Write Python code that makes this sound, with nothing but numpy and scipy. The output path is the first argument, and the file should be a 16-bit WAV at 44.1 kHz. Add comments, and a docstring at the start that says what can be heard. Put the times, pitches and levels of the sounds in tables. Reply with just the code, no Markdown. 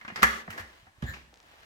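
"""In a small, hard, quiet kitchen, a plastic blender lid is pressed onto its jar. It ticks, snaps home
and creaks as it settles: each contact makes the plastic crack, clatter and ring. The jar is then
gripped, bumps and skids on the stone counter and is lifted, its handle ticking under the weight.
Fingers pat the plastic, and hands and sleeves rub. The jar stands to the left; the room echoes it."""
import sys
import numpy as np
from scipy import signal
from scipy.fft import rfft, irfft, next_fast_len
from scipy.io import wavfile
from scipy.ndimage import map_coordinates

SR = 44100
rng = np.random.default_rng(int(sys.argv[2]) if len(sys.argv) > 2 else 0)


def dump(signal):
    """Clip the signal to [-1, 1] and save it as 16-bit WAV at the path in sys.argv[1]."""
    limited = np.clip(np.atleast_2d(signal).T, -1, 1)
    pcm = np.round(limited * 32767).astype(np.int16)
    wavfile.write(sys.argv[1], SR, pcm)


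N = 72765

# Plastic contacts of lid and jar. A fade time (t60) is how long a sound takes to drop by 60 dB.
# (time [s], level [dB], brightness [dB/octave], fade time [s], favoured pitch [Hz], treble limit [Hz])
CONTACTS = [(0.012, -34, 2.5, 0.061, 2100, 3640), (0.0489, -30.5, -2, 0.063, 1620, 7000),
            (0.079, -29.5, -1, 0.11, 2600, 6600), (.101, -30.5, -3, 0.061, 2020, 5000),
            (.159, -24, 0.5, 0.091, 4800, 9800), (0.174, -30.5, -3, 0.12, 2400, 7000),
            (0.1934, -28.5, -5.5, .05, 1900, 7000), (0.2173, -24.5, -9, 0.031, 1820, 5000),
            (.2225, -16, 2.5, 0.12, 1910, 7000), (.230, -0.5, 0.5, 0.041, 1255, 18100),
            (0.2359, -5, -1, 0.051, 1887, 14720), (0.478, -25, -5, 0.019, 1960, 2300),
            (0.504, -31, 2, 0.1, 2660, 18000), (0.527, -34, 0.5, 0.13, 1970, 15000),
            (0.538, -39, -7.5, 0.12, 2000, 14000), (0.577, -29.5, 0.5, 0.16, 1760, 14800),
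            (0.596, -31, 0.5, 0.096, 1750, 14000), (0.609, -37.5, 6.5, 0.017, 1840, 12000),
            (.868, -44.5, -3, 0.085, 801, 3030), (1.023, -32.5, -1, 0.086, 3200, 14000),
            (1.038, -38.5, 4.5, 0.12, 3370, 5000), (1.138, -33, 2, .12, 2570, 7000),
            (1.631, -39.5, 7.5, 0.035, 1600, 4000)]


def lid_clicks():
    """Each contact cracks and clatters the shell, with its own brightness and treble limit."""
    # Tone of the shell's many short vibrations, and of the crack: (frequency [Hz], level [dB])
    shell_tone = [(60, -17.5), (180, -5), (400, -10), (700, -9), (1150, 1.5), (2100, -2.5), (2600, -8),
                  (4000, -14), (6300, -17.5), (9000, -22.5), (15000, -24.5)]
    crack_tone = [(300, -28), (1500, 6), (6000, 1), (10000, -15), (15000, -20)]
    out, hz = np.zeros((2, N)), np.geomspace(30, SR / 2, 200)
    for start, db, brightness, t60, favoured_hz, top_hz in CONTACTS:
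        # each point of contact favours one part of the shell
        boost_db = 8.5 * np.exp(-(np.log2(hz / favoured_hz) / 0.21) ** 2)
        tone = np.column_stack([hz, look_up(shell_tone, hz) + boost_db])
        clatter = amp(-7) * shape_tone(puff(t60), tone, brightness)
        crack = amp(-17.5) * shape_tone(puff(t60=0.0019), crack_tone, brightness)
        soften = signal.butter(2, top_hz, fs=SR)
        add(out, start, amp(db) * signal.lfilter(*soften, clatter + crack))
    return out


def lid_ring():
    """The same contacts make the lid ring and stir one low hum of the room."""
    # The lid's ringing notes, plus one low hum of the room: (pitch [Hz], level [dB], fade time [s])
    notes = [(226, -17, .52), (508, -25, .28), (767, -19, .15), (948, -9, .06), (1190, -17, .25),
             (1244, -3, .07), (1335, -20, .16), (1427, -19, .2), (1660, -4, .3), (1696, -4, .16),
             (1938, -4, .26), (2110, -2, .06)]
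    out, t = np.zeros((2, N)), clock()
    for start, db, brightness, *_ in CONTACTS:
        ring = np.zeros_like(t)
        for hz, note_db, t60 in notes:
            strength = amp(note_db - 0.1 * rng.normal())
            ring += strength * fade(t60) * np.sin(2 * np.pi * (hz * t + rng.random()))
        add(out, start, amp(db - 13 - abs(brightness)) * ring * rise(0.00027))
    return out


def jar_bumps():
    """The full jar bumps on its feet; some bumps wake the room's low boom."""
    # Soft bumps on the counter: (time [s], level [dB], pitch [Hz], fade time [s])
    bumps = [(.082, -51.5, 211.7, 0.36), (0.122, -34.5, 198, 0.058), (0.2235, -28, 189, 0.1),
             (0.483, -33.5, 185, 0.044), (0.494, -39, 95, 0.098), (.602, -37.5, 88, 0.11),
             (.828, -53, 112, 0.089), (.875, -50.5, 90, 0.086), (0.983, -44, 91, 0.04),
             (1.027, -20.5, 162, 0.04), (1.04, -22, 121, 0.055), (1.051, -24.5, 70.5, 0.06),
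             (1.0872, -32.5, 85, 0.094)]
    # The dull noise in each bump: (frequency [Hz], level [dB])
    thud_tone = [(40, 0), (200, -1.5), (400, -15), (800, -15.5), (2000, -47), (8000, -72)]
    # The room booming: (time [s], level [dB], fade time [s])
    booms = [(.24, -31, 0.31), (0.604, -48, 0.51), (1.037, -41, 0.64)]
    out, t, room_hz = np.zeros((2, N)), clock(), 65
    for start, db, hz, t60 in bumps:
        add(out, start, amp(db) * np.sin(2 * np.pi * hz * t) * fade(t60) * rise(0.0011))
        add(out, start, amp(db - 12) * shape_tone(puff(t60), thud_tone))
    for start, db, t60 in booms:
        add(out, start, amp(db) * np.sin(2 * np.pi * room_hz * t) * fade(t60) * rise(0.0027))
    return out


def foot_skid():
    """A foot of the jar squeaks briefly over the stone, roughened by uneven slips."""
    # Bands where the squeak rings: (centre [Hz], width [Hz], level [dB])
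    bands = [(1730, 220, 0), (4000, 1000, -17), (7120, 650, -17.5), (14000, 5000, -20)]
    # Loudness of the skid: (time [s], level [dB])
    loudness = [(1.029, -74), (1.066, -45.5), (1.097, -38.5), (1.112, -41), (1.136, -45.5), (1.15, -53),
                (1.17, -72.5)]
    squeak = np.zeros((2, N))
    for centre, width, db in bands:
        band = filtered(stereo_noise(N), lambda hz: 1 / (1 + (2 * (hz - centre) / width) ** 2))
        squeak += amp(db) * unit(band)
    return unit(squeak * roughness(slips_per_s=900, depth_db=2.5)) * swell(loudness)


def handle_ticks():
    """The handle takes the weight; each dry tick is one sharp slip, heard straight ahead."""
    # Slips of the handle: (time [s], level [dB])
    ticks = [(1.3415, -32), (1.3585, -39), (1.3745, -37), (1.4025, -34), (1.4295, -40.5)]
    # Tone of a tick: (frequency [Hz], level [dB])
    tick_tone = [(300, -8), (1500, -3), (4000, 0), (6800, -3), (9000, -19), (12000, -32)]
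    slips = np.zeros((2, N))
    for start, db in ticks:
        add(slips, start, np.array([amp(db)]))
    return shape_tone(slips, tick_tone)


def finger_pats():
    """Soft fingertips touch the plastic without making it ring."""
    # Touches: (time [s], level [dB])
    pats = [(.479, -37), (.560, -39), (.579, -37), (.777, -58.5), (1.326, -50), (1.362, -55.5),
            (1.395, -57), (1.435, -54.5), (1.531, -50.5)]
    # Tone of a touch: (frequency [Hz], level [dB])
    pat_tone = [(100, -5.5), (400, -5.5), (800, -1), (1300, -10.5), (3000, -46), (10000, -56)]
    out = np.zeros((2, N))
    for start, db in pats:
        touch = puff(t60=0.067)
        touch *= rise(0.004)[:touch.shape[1]]
        add(out, start, amp(db) * shape_tone(touch, pat_tone))
    return out


def hand_rubbing():
    """Hands and sleeves rub in many tiny, uneven slips."""
    # Loudness of the rubbing: (time [s], level [dB])
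    loudness = [(0, -59.5), (.12, -62), (.2, -45.5), (.45, -59), (.55, -56), (.6, -46.5), (.65, -62),
                (.74, -58), (.86, -63.5), (.91, -72), (1.0, -64), (1.1, -55.5), (1.17, -53), (1.26, -68.5),
                (1.42, -63), (1.49, -58), (1.56, -59.5), (1.65, -57)]
    # Its tone: (frequency [Hz], level [dB])
    rub_tone = [(100, -3), (400, -0.5), (900, 5), (2000, 2.5), (3000, 0), (5500, -9), (9000, -19.5),
                (15000, -18.5)]
    slips = unit(roughness(slips_per_s=440, depth_db=1.5) * stereo_noise(N))
    return shape_tone(slips * swell(loudness), rub_tone)


def from_left(x):
    """Sound from the left reaches the left side earlier and, in the treble, louder."""
    # How much louder the left is: (frequency [Hz], left minus right [dB])
    balance = [(100, -2.2), (1000, -0.5), (2000, 0.5), (4000, 2), (8000, 4), (14000, 2.5)]
    # How much earlier the left is: (frequency [Hz], head start [s])
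    lead = [(100, .0002), (500, 0.00016), (1200, 0.0004), (2000, 0.00017), (5000, .00017), (14000, .00016)]
    side = np.array([[0.5], [-0.5]])

    def response(hz):
        time_shift = np.exp(2j * np.pi * hz * side * look_up(lead, hz))
        return amp(side * look_up(balance, hz)) * time_shift
    return filtered(x, response)


def kitchen_echo(x):
    """Hard walls return bright echoes; a noise suppressor then cuts the tail short, treble first."""
    # How long the room rings: (frequency [Hz], fade time [s])
    fade_times = [(100, 0.3), (260, 0.99), (700, 0.71), (1840, 0.46), (4850, 0.67), (12800, 0.48)]
    # The suppressor's added fading after late_s: (frequency [Hz], fall [dB/s])
    suppressor_fall = [(250, 18), (800, 202), (2000, 198.5), (5000, 598), (12000, 798)]
    # Tone of the echo: (frequency [Hz], level [dB])
    echo_tone = [(70, -19), (120, -10), (165, -15), (240, -6), (520, -4.5), (900, -7.5), (1350, -9),
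                 (1800, -4.5), (5000, -5.5), (13000, -8.5)]
    build_s, late_s = 0.0016, 0.18
    hz, t, noise = signal.stft(rng.standard_normal((2, SR // 2)), SR, nperseg=256)
    decay = np.exp(-np.log(1000) * t / look_up(fade_times, hz)[:, None])
    decay *= 1 - np.exp(-t / build_s)
    decay *= amp(-look_up(suppressor_fall, hz)[:, None] * np.maximum(t - late_s, 0))
    decay /= np.sqrt(np.mean(decay ** 2, axis=1, keepdims=True) * SR / 2)  # same energy in every band
    _, tail = signal.istft(noise * decay * amp(look_up(echo_tone, hz))[:, None], SR, nperseg=256)
    return signal.fftconvolve(x, all_around(tail), axes=1)[:, :N]


def background():
    """The quiet kitchen has a steady low rumble with a little hiss."""
    # Tone of the background: (frequency [Hz], level [dB])
    tone = [(25, 3), (65, 6.5), (100, -5.5), (160, -7), (250, -15), (440, -24.5), (900, -12.5), (1600, -31),
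            (3800, -22.5), (8000, -21.5), (16000, -35)]
    noise = filtered(rng.standard_normal((2, N)), lambda hz: amp(look_up(tone, hz)))
    return unit(all_around(noise))


def all_around(pair):
    """Make two noises alike in the bass, like sound arriving from every direction."""
    # How alike left and right are: (frequency [Hz], likeness [0 to 1])
    likeness = [(120, 0.79), (300, 0.88), (700, 0.067), (3000, 0.033)]

    def shares(hz):
        angle = np.arccos(np.clip(look_up(likeness, hz), -1, 1)) / 2
        return np.array([np.cos(angle), np.sin(angle)])
    middle, side = filtered(pair, shares)
    return np.array([middle + side, middle - side])


def stereo_noise(n):
    """Noise that left and right share in the bass and partly share in the treble."""
    treble_apart, split_hz = 0.62, 405
    apart = lambda hz: treble_apart * hz ** 2 / (hz ** 2 + split_hz ** 2)
    common = filtered(rng.standard_normal(n), lambda hz: np.sqrt(1 - apart(hz)))
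    return common + filtered(rng.standard_normal((2, n)), lambda hz: np.sqrt(apart(hz)))


def puff(t60):
    """A dying puff of noise."""
    return stereo_noise(SR // 8) * fade(t60)[:SR // 8]


def roughness(slips_per_s, depth_db):
    """The random flutter in loudness of a slipping surface."""
    position = np.arange(N) / SR * slips_per_s
    return amp(depth_db * map_coordinates(rng.standard_normal(N // 10), [position], mode="wrap"))


def swell(points):
    """A loudness curve through (time [s], level [dB]) points."""
    return amp(np.interp(np.arange(N) / SR, *np.transpose(points)))


def clock():
    """Half a second of sample times for one event."""
    return np.arange(SR // 2) / SR


def rise(seconds):
    """A smooth start, from 0 towards 1."""
    return 1 - np.exp(-clock() / seconds)


def fade(t60):
    """Die away by 60 dB in t60 seconds."""
    return np.exp(-np.log(1000) * clock() / t60)


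def amp(db):
    """Turn decibels into a multiplier."""
    return 10 ** (np.asarray(db) / 20)


def unit(x):
    """Scale to an average power of 1."""
    return x / np.sqrt(np.mean(x ** 2) + 1e-20)


def look_up(points, hz):
    """Read between (frequency [Hz], value) points, spaced as musical pitch is."""
    frequencies, values = np.transpose(points)
    return np.interp(np.log(hz + 1), np.log(frequencies + 1), values)


def filtered(x, response):
    """Multiply each frequency in x by response(hz)."""
    n = x.shape[-1]
    padded = next_fast_len(n + 8192)
    return irfft(rfft(x, padded) * response(np.fft.rfftfreq(padded, 1 / SR)), padded)[..., :n]


def shape_tone(x, points, tilt_db=0, size=4096):
    """Give x a tone curve scaled to power 1, brightened by tilt_db per octave above 500 Hz."""
    hz = np.fft.rfftfreq(size, 1 / SR)
    gain = unit(amp(look_up(points, hz) + tilt_db * np.log2(np.maximum(hz, 500) / 1700)))
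    # fold the filter forward in time, so that nothing sounds before the hit
    folded = irfft(np.log(gain + 1e-6))
    folded[1:size // 2] *= 2
    folded[size // 2 + 1:] = 0
    hit_response = irfft(np.exp(rfft(folded)))
    return signal.fftconvolve(x, hit_response[None], axes=1)[:, :x.shape[1]]


def add(out, start, x):
    """Mix x in at start seconds."""
    i = round(start * SR)
    out[:, i:i + x.shape[-1]] += x[..., :N - i]


def scene():
    """Lid, jar and hands in the kitchen, over its quiet background."""
    knocks = lid_clicks() + jar_bumps() + finger_pats()
    ring, rubs, squeak = lid_ring(), hand_rubbing(), foot_skid()
    quiet = amp(-66.5) * background()
    direct = from_left(knocks + ring + rubs + squeak) + handle_ticks()
    echo = kitchen_echo(knocks + amp(-6) * ring) + kitchen_echo(rubs + amp(-13.5) * squeak)
    return direct + echo + quiet


def record(dry):
    """Round off the loudest peaks, then cut the deepest bass and the highest treble."""
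    low_hz, top_hz = 40, 16300
    rounded = dry / (1 + np.abs(dry) ** 6) ** (1 / 6)
    bass_cut = lambda hz: hz ** 2 / np.hypot(hz ** 2, low_hz ** 2)
    return filtered(rounded, lambda hz: bass_cut(hz) / (1 + (hz / top_hz) ** 120))


dry = scene()
out = record(dry)
dump(out)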